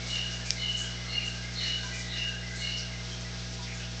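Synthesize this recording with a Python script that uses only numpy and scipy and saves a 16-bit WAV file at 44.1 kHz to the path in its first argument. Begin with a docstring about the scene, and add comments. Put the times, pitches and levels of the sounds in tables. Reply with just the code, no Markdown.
"""A gecko held on an arm gives six thin, raspy chirps, two a second, in a small room. Each is turbulence
driving narrow resonances: a fluttering rasp, then a whistle near 2.9 kHz. Faint lower tones and stray squeaks
trail the chirps. Scales rustle on skin as the animal shifts, and its jaws shut with one sharp click. Underneath
lie mains hum, a faint whine and microphone hiss."""
import sys
import numpy as np
from scipy import signal
from scipy.fft import rfft, irfft
from scipy.io import wavfile

SR = 44100
rng = np.random.default_rng(int(sys.argv[2]) if len(sys.argv) > 2 else 0)


def dump(signal):
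    """Clip the signal to [-1, 1] and save it as 16-bit WAV at the path in sys.argv[1]."""
    limited = np.clip(np.atleast_2d(signal).T, -1, 1)
    pcm = np.round(limited * 32767).astype(np.int16)
    wavfile.write(sys.argv[1], SR, pcm)


N = 176400
T = np.arange(N) / SR
HZ = np.arange(N // 2 + 1) * SR / N

# The gecko's calls: t/s, length/s, whistle f/Hz, whistle level/dB, split tone level/dB, rasp lead/s,
# rasp f/Hz, rasp level/dB, ring f/Hz, ring level/dB, puff level/dB
CHIRPS = [(0.110, .11, 2916, -32.5, -38, .035, 3780, -45.5, 4170, -46.5, -45.5),
          (0.610, .155, 2934, -32, -45, 0.042, 3970, -44.5, 4190, -47, -53),
          (1.100, .17, 2850, -40.5, -46, .03, 4110, -48.5, 4260, -43.5, -52),
          (1.611, .14, 2934, -34.5, -43.5, 0.046, 3955, -37, 4274, -39.5, -38.5),
          (2.144, .11, 2867, -36, -40, .07, 3790, -42, 4084, -46.5, -43.5),
          (2.620, 0.13, 2905, -37.5, -41, .04, 4020, -42.5, 4290, -43.5, -44)]
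# EQ curve of the puff of hiss in each chirp: f/Hz, relative level/dB
PUFF_EQ = [(700, -29.5), (1300, -11.5), (1700, -2), (2250, 0.5), (2700, -4), (3300, -11.5), (4500, -2.5),
           (5500, -2.5), (7000, -9.5), (9000, -28)]
# Soft tones around the chirps: t/s, length/s, f/Hz, level/dB
LOW_TONES = [(.01, 0.14, 2203, -48.5), (0.222, 0.13, 1605, -51), (0.564, 0.057, 2130, -44.5),
             (0.783, .10, 1576, -48), (.96, 0.082, 2067, -50), (1.073, 0.08, 2120, -45.5),
             (1.275, 0.11, 1597, -49.5), (1.413, 0.26, 2100, -48.5), (1.777, 0.11, 1557, -47),
             (1.899, 0.31, 1997, -48.5), (2.247, 0.12, 1600, -47), (2.427, 0.14, 2033, -47.5),
             (2.49, 0.068, 1598, -49.5), (2.592, .12, 2180, -48), (2.79, 0.031, 1550, -50.5),
             (2.906, 0.053, 2085, -49)]
# Stray squeaks: t/s, length/s, f/Hz, width/Hz, level/dB
SQUEAKS = [(0.407, 0.036, 1720, 43, -50), (0.452, 0.051, 2380, 80, -44.5), (0.838, 0.032, 3200, 13, -46),
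           (1.044, 0.055, 1325, 170, -52.5), (1.179, 0.0061, 2812, 13.4, -26), (1.186, .04, 2420, 110, -45),
           (1.271, 0.011, 2886, 18, -34), (1.832, 0.037, 1013, 26, -50.5), (1.93, 0.055, 2390, 59, -43.5),
           (3.111, 0.029, 3190, 86, -45), (3.247, 0.02, 2010, 32, -46), (3.587, 0.036, 923, 76, -52.5),
           (3.669, 0.062, 2256, 290, -45.5), (3.798, 0.059, 2800, 180, -47), (3.78, 0.045, 1543, 85, -51.5)]
# Modes rung by the jaw snap: f/Hz, level/dB, t60/s
JAW_MODES = [(2600, -14.5, 0.0027), (5300, 0.5, 0.0023)]
# Scales brushing skin: t/s, length/s, centre f/Hz, half width/Hz, level/dB
RUSTLES = [(0.064, .09, 5820, 1700, -42.5), (0.303, 0.017, 5670, 1000, -42),
           (0.452, 0.066, 6040, 1300, -42), (0.692, .04, 7340, 700, -53), (0.768, 0.051, 6810, 900, -39.5),
           (1.251, 0.027, 6510, 1070, -46), (1.83, 0.034, 6100, 920, -46), (1.934, 0.067, 5950, 1460, -42),
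           (2.558, .06, 7130, 980, -46), (2.768, 0.036, 5200, 740, -40), (3.04, .06, 4400, 1200, -49),
           (3.378, 0.041, 3800, 600, -51), (3.616, .03, 3400, 250, -52), (3.74, 0.036, 6850, 450, -50.5)]
# Noise bands of the constant light rubbing: centre f/Hz, half width/Hz, level/dB
FIDGET_BANDS = [(3696, 470, -58.5), (5050, 840, -51), (6570, 810, -56)]
# Hum partials: multiple of the mains frequency, level/dB
HUM_PARTIALS = [(1, -43.5), (2, -42), (3, -47.5), (4, -59.5), (6, -62.5), (7, -65), (8, -60.5), (10, -66),
                (11, -58), (13, -63.5), (14, -68.5), (21, -65.5), (22, -73), (24, -63)]
# EQ curve of the microphone hiss: f/Hz, relative level/dB
MIC_HISS_EQ = [(30, -10), (120, -1.5), (250, 1), (450, -2), (700, -3.5), (1000, -5.5), (1400, -4),
               (2000, -0.5), (2700, -1), (4000, 0), (5800, -1), (7000, -8.5), (8000, -10), (9000, -27.5)]
# Fader ride on the microphone hiss: t/s, level offset/dB
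MIC_HISS_RIDE = [(0, 3.5), (.5, 1.5), (1.0, 1.5), (1.9, 1), (2.4, -0.5), (2.8, 0), (3.3, 1.5), (3.6, 0.5),
                 (4, 0.5)]


def chirps(sag_hz_per_s=120, split_below_hz=118, split_delay_s=.035):
    """A ringing rasp leads into a slightly sagging whistle that splits in two, with a puff of hiss."""
    out, hiss = np.zeros(N), coloured_noise(PUFF_EQ)
    flutter = flicker(depth_db=2, rate_hz=79)
    shape = dict(half_rise_s=.028, release_db_per_s=125)
    for start, length, hz, db, split_db, lead, rasp_hz, rasp_db, ring_hz, ring_db, puff_db in CHIRPS:
        pitch = hz - sag_hz_per_s * np.clip(T - start - length / 2, -length, length)
        whistle = envelope(start, length, **shape)
        # a second tone breaks out at the height of the whistle
        split = envelope(start + split_delay_s, length * .55, **shape)
        rasp = flutter * envelope(start - lead, length * .55, half_rise_s=.03, release_db_per_s=74.5)
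        puff = flutter * envelope(start, length_s=.065, **shape)
        out += from_db(db) * resonance(whistle, pitch, width_hz=40, steady=.3)
        out += from_db(split_db) * resonance(split, pitch - split_below_hz, width_hz=42, steady=.3)
        out += from_db(rasp_db) * resonance(rasp, rasp_hz, width_hz=260)
        out += from_db(ring_db) * resonance(rasp, ring_hz, width_hz=60, steady=.3)
        out += from_db(puff_db) * puff * hiss
    return out


def low_tones():
    """Soft, unsteady resonances trail the chirps, near 1.6 and 2.1 kHz, mostly in turn."""
    out = np.zeros(N)
    for start, length, hz, db in LOW_TONES:
        swell = envelope(start, length, half_rise_s=.02, release_db_per_s=134)
        out += from_db(db) * resonance(swell, hz, width_hz=58)
    return out


def squeaks():
    """Short lone whistles among and after the chirps; the shorter the squeak, the tighter its tail."""
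    out = np.zeros(N)
    for start, length, hz, width_hz, db in SQUEAKS:
        blip = envelope(start, length, half_rise_s=.0025, release_db_per_s=18.5 / length)
        out += from_db(db) * resonance(blip, hz, width_hz, steady=.6)
    return out


def jaw_click(start_s=.506, contact_s=.00021):
    """The jaws shut with one hard snap: two modes of opposite polarity, dead within 3 ms."""
    t = np.maximum(T - start_s, 0)
    ring = np.zeros(N)
    for k, (hz, db, t60) in enumerate(JAW_MODES):
        decay = from_db(db - 60 * np.minimum(t / t60, 5))
        ring += (-1) ** k * decay * np.sin(2 * np.pi * hz * t)
    return np.minimum(t / contact_s, 1) * ring


def rustles():
    """Friction of scales on skin: short, bright brushes of noise with a grainy texture."""
    grain = flicker(depth_db=1.5, rate_hz=270)
    out = np.zeros(N)
    for start, length, hz, width_hz, db in RUSTLES:
        brush = envelope(start, length, half_rise_s=.0084, release_db_per_s=164.5)
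        out += from_db(db) * resonance(brush, hz, width_hz)
    return grain * out


def fidget():
    """A bed of slight, uneven rubbing fills the gaps between the clear rustles."""
    return sum(from_db(db) * resonance(flicker(depth_db=3, rate_hz=12), hz, width_hz)
               for hz, width_hz, db in FIDGET_BANDS)


def room(send, t60_s=.73, predelay_s=.004):
    """Diffuse reflections of the small room: a decaying noise tail with unit power gain."""
    t = T[:SR]
    tail = rng.standard_normal(SR) * from_db(-60 * t / t60_s) * (t > predelay_s)
    return signal.fftconvolve(send, tail / np.sqrt(np.sum(tail ** 2)))[:N]


def mains_hum(mains_hz=60.02):
    """Smooth electrical hum, its odd and even partials in quadrature."""
    return sum(np.sqrt(2) * from_db(db) * np.sin(2 * np.pi * k * mains_hz * T + np.pi / 2 * (k % 2))
               for k, db in HUM_PARTIALS)


def mic_hiss(level_db=-44.5):
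    """The microphone's broad noise floor, drifting by a few dB."""
    ride_db = np.interp(T, *np.transpose(MIC_HISS_RIDE))
    return from_db(level_db + ride_db) * coloured_noise(MIC_HISS_EQ)


def whine(level_db=-57.5):
    """A faint, narrow band of noise holds one pitch at the back of the mix."""
    return from_db(level_db) * resonance(np.ones(N), hz=1627, width_hz=22)


def from_db(db):
    """Decibels to gain."""
    return 10 ** (np.asarray(db) / 20)


def unit_rms(x):
    """Normalise to an rms of 1."""
    return x / np.sqrt(np.mean(np.abs(x) ** 2) + 1e-20)


def wander(rate_hz, size=N):
    """A random modulator moving at up to about this rate; rms 1."""
    lowpass = signal.butter(2, rate_hz, fs=SR, output="sos")
    return unit_rms(signal.sosfilt(lowpass, rng.standard_normal(size + SR // 10))[-size:])


def flicker(depth_db, rate_hz):
    """A random tremolo gain; rms 1."""
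    return unit_rms(from_db(depth_db * wander(rate_hz)))


def coloured_noise(eq):
    """White noise through an EQ curve; rms 1."""
    hz, db = np.transpose(eq)
    gain = from_db(np.interp(np.log(HZ + 1), np.log(hz), db))
    return unit_rms(irfft(rfft(rng.standard_normal(N)) * gain, N))


def resonance(level, hz, width_hz, steady=0):
    """A resonance driven by turbulence; steady runs from 0 (noise band) to 1 (even whistle)."""
    on = level > 1e-3
    a, b = wander(width_hz, on.sum()), wander(width_hz, on.sum())
    phase = 2 * np.pi * np.cumsum(np.broadcast_to(hz, N)[on]) / SR
    band = a * np.cos(phase) + b * np.sin(phase)
    power = a * a + b * b + 1e-18
    out = np.zeros(N)
    out[on] = level[on] * unit_rms(band / power ** (steady / 2))
    return out


def envelope(start_s, length_s, half_rise_s, release_db_per_s):
    """A linear fade-in centred on the start, a hold and an exponential release."""
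    rise = np.clip((T - start_s) / half_rise_s / 2 + .5, 0, 1)
    return rise * from_db(-release_db_per_s * np.maximum(T - start_s - length_s, 0))


def scene(call_send_db=-5, click_send_db=-13):
    """Mono mix: the gecko up close, its calls and click sent to the room, over the background bed."""
    calls = chirps() + low_tones() + squeaks()
    click = jaw_click()
    reverb = room(from_db(call_send_db) * calls + from_db(click_send_db) * click)
    return (calls + click + rustles() + fidget() + reverb + mains_hum() + mic_hiss() + whine())[None]


def record(dry, rolloff_hz=7410, cutoff_hz=8850):
    """The recorder rolls off the top end, then cuts steeply near 9 kHz."""
    rolloff = signal.butter(6, rolloff_hz, fs=SR, output="sos")
    high_cut = signal.ellip(10, .3, 80, cutoff_hz, fs=SR, output="sos")
    return signal.sosfilt(high_cut, signal.sosfilt(rolloff, dry))


dry = scene()
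out = record(dry)
dump(out)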